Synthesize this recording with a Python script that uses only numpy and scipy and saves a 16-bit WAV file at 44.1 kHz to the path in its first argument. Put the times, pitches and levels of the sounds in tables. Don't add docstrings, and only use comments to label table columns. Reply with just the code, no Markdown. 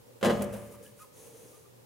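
import sys
import numpy as np
from scipy import signal
from scipy.fft import rfft, irfft
from scipy.io import wavfile
from scipy.ndimage import uniform_filter1d

SR = 44100
rng = np.random.default_rng(int(sys.argv[2]) if len(sys.argv) > 2 else 0)


def store_pcm(level_fs):
    pcm = np.round(np.clip(level_fs, -1, 1) * 32767).astype(np.int16)
    wavfile.write(sys.argv[1], SR, np.atleast_2d(pcm).T)


N = 81585

# start_s, clatter_db, tilt_db_per_octave, modes_db, contact_s
RACK_BLOWS = [(.2115, -21.5, 1.3, -21, .0005), (.2285, 0, -.9, -2.5, 0.00027),
              (.2355, -8, 1.5, -13, 0.0026), (0.2466, 1, 0.47, 1, 0.0008), (0.2545, -1.5, 1.5, -2, 0.0035),
              (.272, -3.5, -3.5, -17, 0.0034), (0.297, -2.5, -1, -2.5, 0.00068),
              (0.304, -2, -2.5, -12.5, 0.0015), (0.4107, -10.5, -4.5, -24, 0.0015),
              (.535, -12, -2, -23, 0.015)]
# pitch_hz, relative_db, t60_s, left_minus_right_db
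RACK_MODES = [(113.5, -11, 1.5, 0), (202.5, -2.5, .97, 0), (360.3, -6, .76, 0), (468.3, -3.5, .65, 0),
              (525.6, -8, .8, -2.5), (575.3, -2.5, 1.15, -3), (238, -10, .7, 0), (326, -10, .45, 0),
              (700.5, -8, .4, -2), (809.5, -11, .55, 3), (1053, -8, .45, 3), (1192, -18, 1.1, 0),
              (1250, -12, .6, 0), (1657, -13, .4, 1), (1770, -16, .45, 0), (1959, -19, .45, 8),
              (2998, -16, .45, 4), (3306, -20, .4, -3), (4033, -21, .35, -3)]
# centre_hz, early_density_db, late_density_db, late_t60_s
SHEET_BANDS = [(29.8, -40, -45, 0.7), (66, -19, -15.5, 1.1), (133, -9, -11, 0.81), (208, 5, -3.5, 1.01),
               (296, -9, -13.5, 0.82), (520, 11, -4, 0.84), (815, -1.5, -12, 0.65), (1570, -7, -24, 1.14),
               (2400, -10.5, -29, 1.36), (3410, -11, -26.5, 0.62), (4070, -19, -28.5, 0.49),
               (10500, -23.5, -41, 1.12), (15500, -36, -47, 1.1)]
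# start_s, length_s, pitch_hz, level_db
BALL_THUMPS = [(.229, 0.017, 210, -32), (.264, 0.016, 225, -19), (.316, 0.0274, 210.6, -31)]
# start_s, attack_s, hold_s, release_s, level_db
TRAY_MURMURS = [(0.025, 0.069, 0.086, .02, -58), (0.687, 0.013, 0.013, 0.035, -50.5),
                (0.79, 0.018, 0.023, 0.076, -55.5), (1.03, 0.0063, 0.011, 0.016, -57.5),
                (1.135, 0.066, 0.35, 0.033, -58), (1.26, 0.0097, 0.013, 0.029, -56),
                (1.44, 0.034, 0.017, 0.06, -66)]
# frequency_hz, relative_db
MURMUR_SPECTRUM = [(100, -39), (260, -5.5), (340, -7), (400, -9), (445, 4.5), (490, 4.5), (600, -7.5),
                   (720, -28), (880, -16.5), (1100, -26), (2000, -32)]
# start_s, length_s, pitch_hz, level_db
RUBBER_SQUEAKS = [(0.725, 0.047, 1210, -55.5), (.735, 0.017, 987, -54.5), (0.84, 0.049, 1650, -60.5),
                  (0.861, 0.0083, 3080, -52.5), (0.99, 0.012, 1420, -55.5), (0.995, 0.046, 1235, -50.5),
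                  (1.03, 0.023, 1020, -55), (1.264, 0.0093, 2800, -64.5), (1.481, 0.0064, 5640, -60),
                  (1.522, 0.06, 1219, -61), (1.634, .055, 1186, -66)]
# start_s, attack_s, hold_s, release_s, level_db
SLEEVE_BRUSHES = [(0.418, 0.0049, 0.0023, 0.0047, -36.5), (0.435, 0.0062, .003, .007, -48),
                  (0.521, 0.011, .018, 0.014, -50.5), (0.559, 0.011, 0.095, 0.063, -59.5),
                  (0.707, 0.013, 0.016, 0.048, -61), (0.824, 0.0066, 0.033, 0.043, -57),
                  (0.958, 0.057, 0.014, 0.03, -56)]
# frequency_hz, relative_db
BRUSH_SPECTRUM = [(500, -42), (2500, -11), (4300, -14.5), (6500, -8.5), (8000, -8), (9900, -1.5),
                  (11500, -8.5), (13500, -8), (15500, -10.5)]
# start_s, attack_s, hold_s, release_s, level_db
SLEEVE_SLIDES = [(1.114, 0.069, 0.081, 0.09, -55), (1.325, 0.043, 0.21, .07, -61)]
# frequency_hz, relative_db
SLIDE_SPECTRUM = [(200, 5), (900, 3), (1500, -4), (2500, -2.5), (5000, -6.5), (6000, 1), (6500, 6),
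                  (7100, -1), (7800, -1.5), (9700, 5), (12000, -1.5), (15500, -7)]
# frequency_hz, relative_db
AIR_SPECTRUM = [(25, -13), (60, -11.5), (120, 5), (180, -3), (340, -6.5), (480, 2), (680, -13.5), (850, -9),
                (1000, -13), (1500, -18.5), (4000, -21), (10000, -20), (15500, -21)]
# frequency_hz, side_gain
STEREO_SPREAD = [(120, 0.89), (500, 1.42), (1500, 1.44), (12000, 0.63)]

SHEET_WIDTH, ROOM_WIDTH, CLOTH_WIDTH = .34, .46, .44
BINS_HZ = np.fft.rfftfreq(N, 1 / SR)
LEFT_RIGHT = np.array([[1], [-1]])


def rack_modes(gain_db=-30.5, push_s=.003, twin_db=-10, min_split_hz=5.5, in_step_s=.28):
    pushes = [(start_s, undb(db) * (1 - np.exp(-since(start_s) / push_s)))
              for start_s, _, _, db, _ in RACK_BLOWS]
    ring = 0
    for hz, db, t60_s, pan_db in RACK_MODES:
        skew, offset, split = rng.uniform(-.96, 1, 3)
        energy = sum((push * fade(since(start_s), t60_s)) ** 2 for start_s, push in pushes)
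        phase = 2 * np.pi * hz * since(0) + .15 * skew * LEFT_RIGHT + np.pi * offset
        split_hz = min_split_hz * (split / 2 + np.sign(split))
        drift = 2 * np.pi * split_hz * since(in_step_s)
        pair = np.sin(phase) + undb(twin_db) * np.sin(phase + drift)
        ring += undb(db + LEFT_RIGHT * pan_db / 2) * np.sqrt(energy) * pair
    return undb(gain_db) * ring


def clatter(gain_db=-13.5, crack_db=-.5, crack_s=.0014, early_t60_s=.11, room_build_s=.012):
    bands = np.array(SHEET_BANDS)
    near, far = steel_noise(SHEET_WIDTH), steel_noise(ROOM_WIDTH)
    early_gain, late_gain = undb(curve(bands[:, [0, 1]])), undb(curve(bands[:, [0, 2]]))
    t, out = since(0), np.zeros((2, N))
    early = fade(t, early_t60_s) ** 2 + undb(crack_db) ** 2 * np.exp(-2 * t / crack_s)
    for weights, (centre_hz, _, _, t60_s) in zip(np.eye(len(bands)), bands):
        band = curve(np.c_[bands[:, 0], weights])
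        late = (fade(t, t60_s) * (1 - np.exp(-t / room_build_s))) ** 2
        early_power, late_power = np.zeros((2, N))
        for start_s, db, tilt, _, contact_s in RACK_BLOWS:
            i = int(start_s * SR)
            power = undb(db + tilt * np.log2(centre_hz / 1000)) ** 2
            contact = np.minimum(t / contact_s, 1)
            early_power[i:] += power * (early * contact)[:N - i]
            late_power[i:] += power * late[:N - i]
        out += np.sqrt(early_power) * irfft(near * band * early_gain, N)
        out += np.sqrt(late_power) * irfft(far * band * late_gain, N)
    return undb(gain_db) * out


def steel_noise(width, ripple_db=3, step_hz=25):
    grid_hz = np.arange(0, SR / 2, step_hz)
    peaks = np.interp(BINS_HZ, grid_hz, rng.standard_normal(len(grid_hz)))
    ripple = undb(ripple_db * peaks * np.minimum(BINS_HZ / 1000, 1))
    mid, side = rfft(rng.standard_normal((2, N)))
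    side *= width * curve(STEREO_SPREAD)
    return ripple * (mid + LEFT_RIGHT * side) / np.hypot(1, width)


def thumps():
    return sum(undb(db) * arch(start_s, length_s) * np.sin(2 * np.pi * hz * since(start_s))
               for start_s, length_s, hz, db in BALL_THUMPS)


def tray_murmur():
    return swells(TRAY_MURMURS) * coloured(MURMUR_SPECTRUM, SHEET_WIDTH)


def squeaks(jitter=.04, rasp=.23, overtone_db=-14, room_db=-8, room_t60_s=.5):
    direct = 0
    for start_s, length_s, hz, db in RUBBER_SQUEAKS:
        phase = 2 * np.pi * np.cumsum(hz * (1 + jitter * walk(rate_hz=400))) / SR
        envelope = arch(start_s, length_s) * (1 + rasp * walk(rate_hz=600))
        direct += undb(db) * envelope * (np.sin(phase) + undb(overtone_db) * np.sin(2 * phase))
    room = noise(ROOM_WIDTH) * fade(since(0), room_t60_s)
    room /= np.sqrt(np.sum(room ** 2) / 2)
    return direct + undb(room_db) * signal.fftconvolve(room, direct[None], axes=1)[:, :N]


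def sleeve(grain_db=1.5):
    grain = undb(grain_db * walk(rate_hz=400))
    brush = swells(SLEEVE_BRUSHES) * coloured(BRUSH_SPECTRUM, CLOTH_WIDTH)
    slide = swells(SLEEVE_SLIDES) * coloured(SLIDE_SPECTRUM, CLOTH_WIDTH)
    return grain * brush + slide


def room_tone(air_db=-57, hum_db=-66, hum_hz=120, waver_hz=6.03):
    left, right = coloured(AIR_SPECTRUM, width=1)
    side = irfft(rfft(left - right) * curve(STEREO_SPREAD), N)
    air = (left + right + LEFT_RIGHT * side) / 2
    phase = 2 * np.pi * hum_hz * since(0) + .6 * walk(waver_hz)
    hum = np.sqrt(2) * (1 + .25 * walk(waver_hz)) * np.sin(phase)
    return undb(air_db) * air + undb(hum_db) * hum


def undb(db):
    return 10 ** (np.asarray(db) / 20)


def since(start_s):
    return np.maximum(np.arange(N) / SR - start_s, 0)


def fade(t, t60_s):
    return np.exp(-np.log(1000) * t / t60_s)


def arch(start_s, length_s):
    return np.sin(np.pi * np.minimum(since(start_s) / length_s, 1))


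def swells(rows):
    envelope = 0
    for start_s, attack_s, hold_s, release_s, db in rows:
        rise = np.minimum(since(start_s) / attack_s, 1)
        envelope += undb(db) * rise * np.exp(-since(start_s + attack_s + hold_s) / release_s)
    return envelope


def curve(points):
    hz, values = np.array(points).T
    return np.interp(np.log(BINS_HZ + 1), np.log(hz), values)


def noise(width):
    mid, side = rng.standard_normal((2, N))
    return (mid + LEFT_RIGHT * width * side) / np.hypot(1, width)


def coloured(spectrum, width):
    x = irfft(rfft(noise(width)) * undb(curve(spectrum)), N)
    return x / x.std()


def walk(rate_hz):
    step = max(int(SR / rate_hz), 1)
    x = uniform_filter1d(np.repeat(rng.standard_normal(N // step + 1), step), step)[:N]
    return x / x.std()


def scene(pan_db=.85):
    rack = (rack_modes() + clatter() + thumps()) * undb(LEFT_RIGHT * pan_db / 2)
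    return rack + sleeve() + tray_murmur() + squeaks() + room_tone()


def record(dry):
    low_hz, top_hz = 34, 15800
    highpass = signal.butter(3, low_hz, "high", fs=SR, output="sos")
    lowpass = signal.ellip(10, .2, 70, top_hz, fs=SR, output="sos")
    return signal.sosfilt(lowpass, signal.sosfilt(highpass, dry))


dry = scene()
out = record(dry)
store_pcm(out)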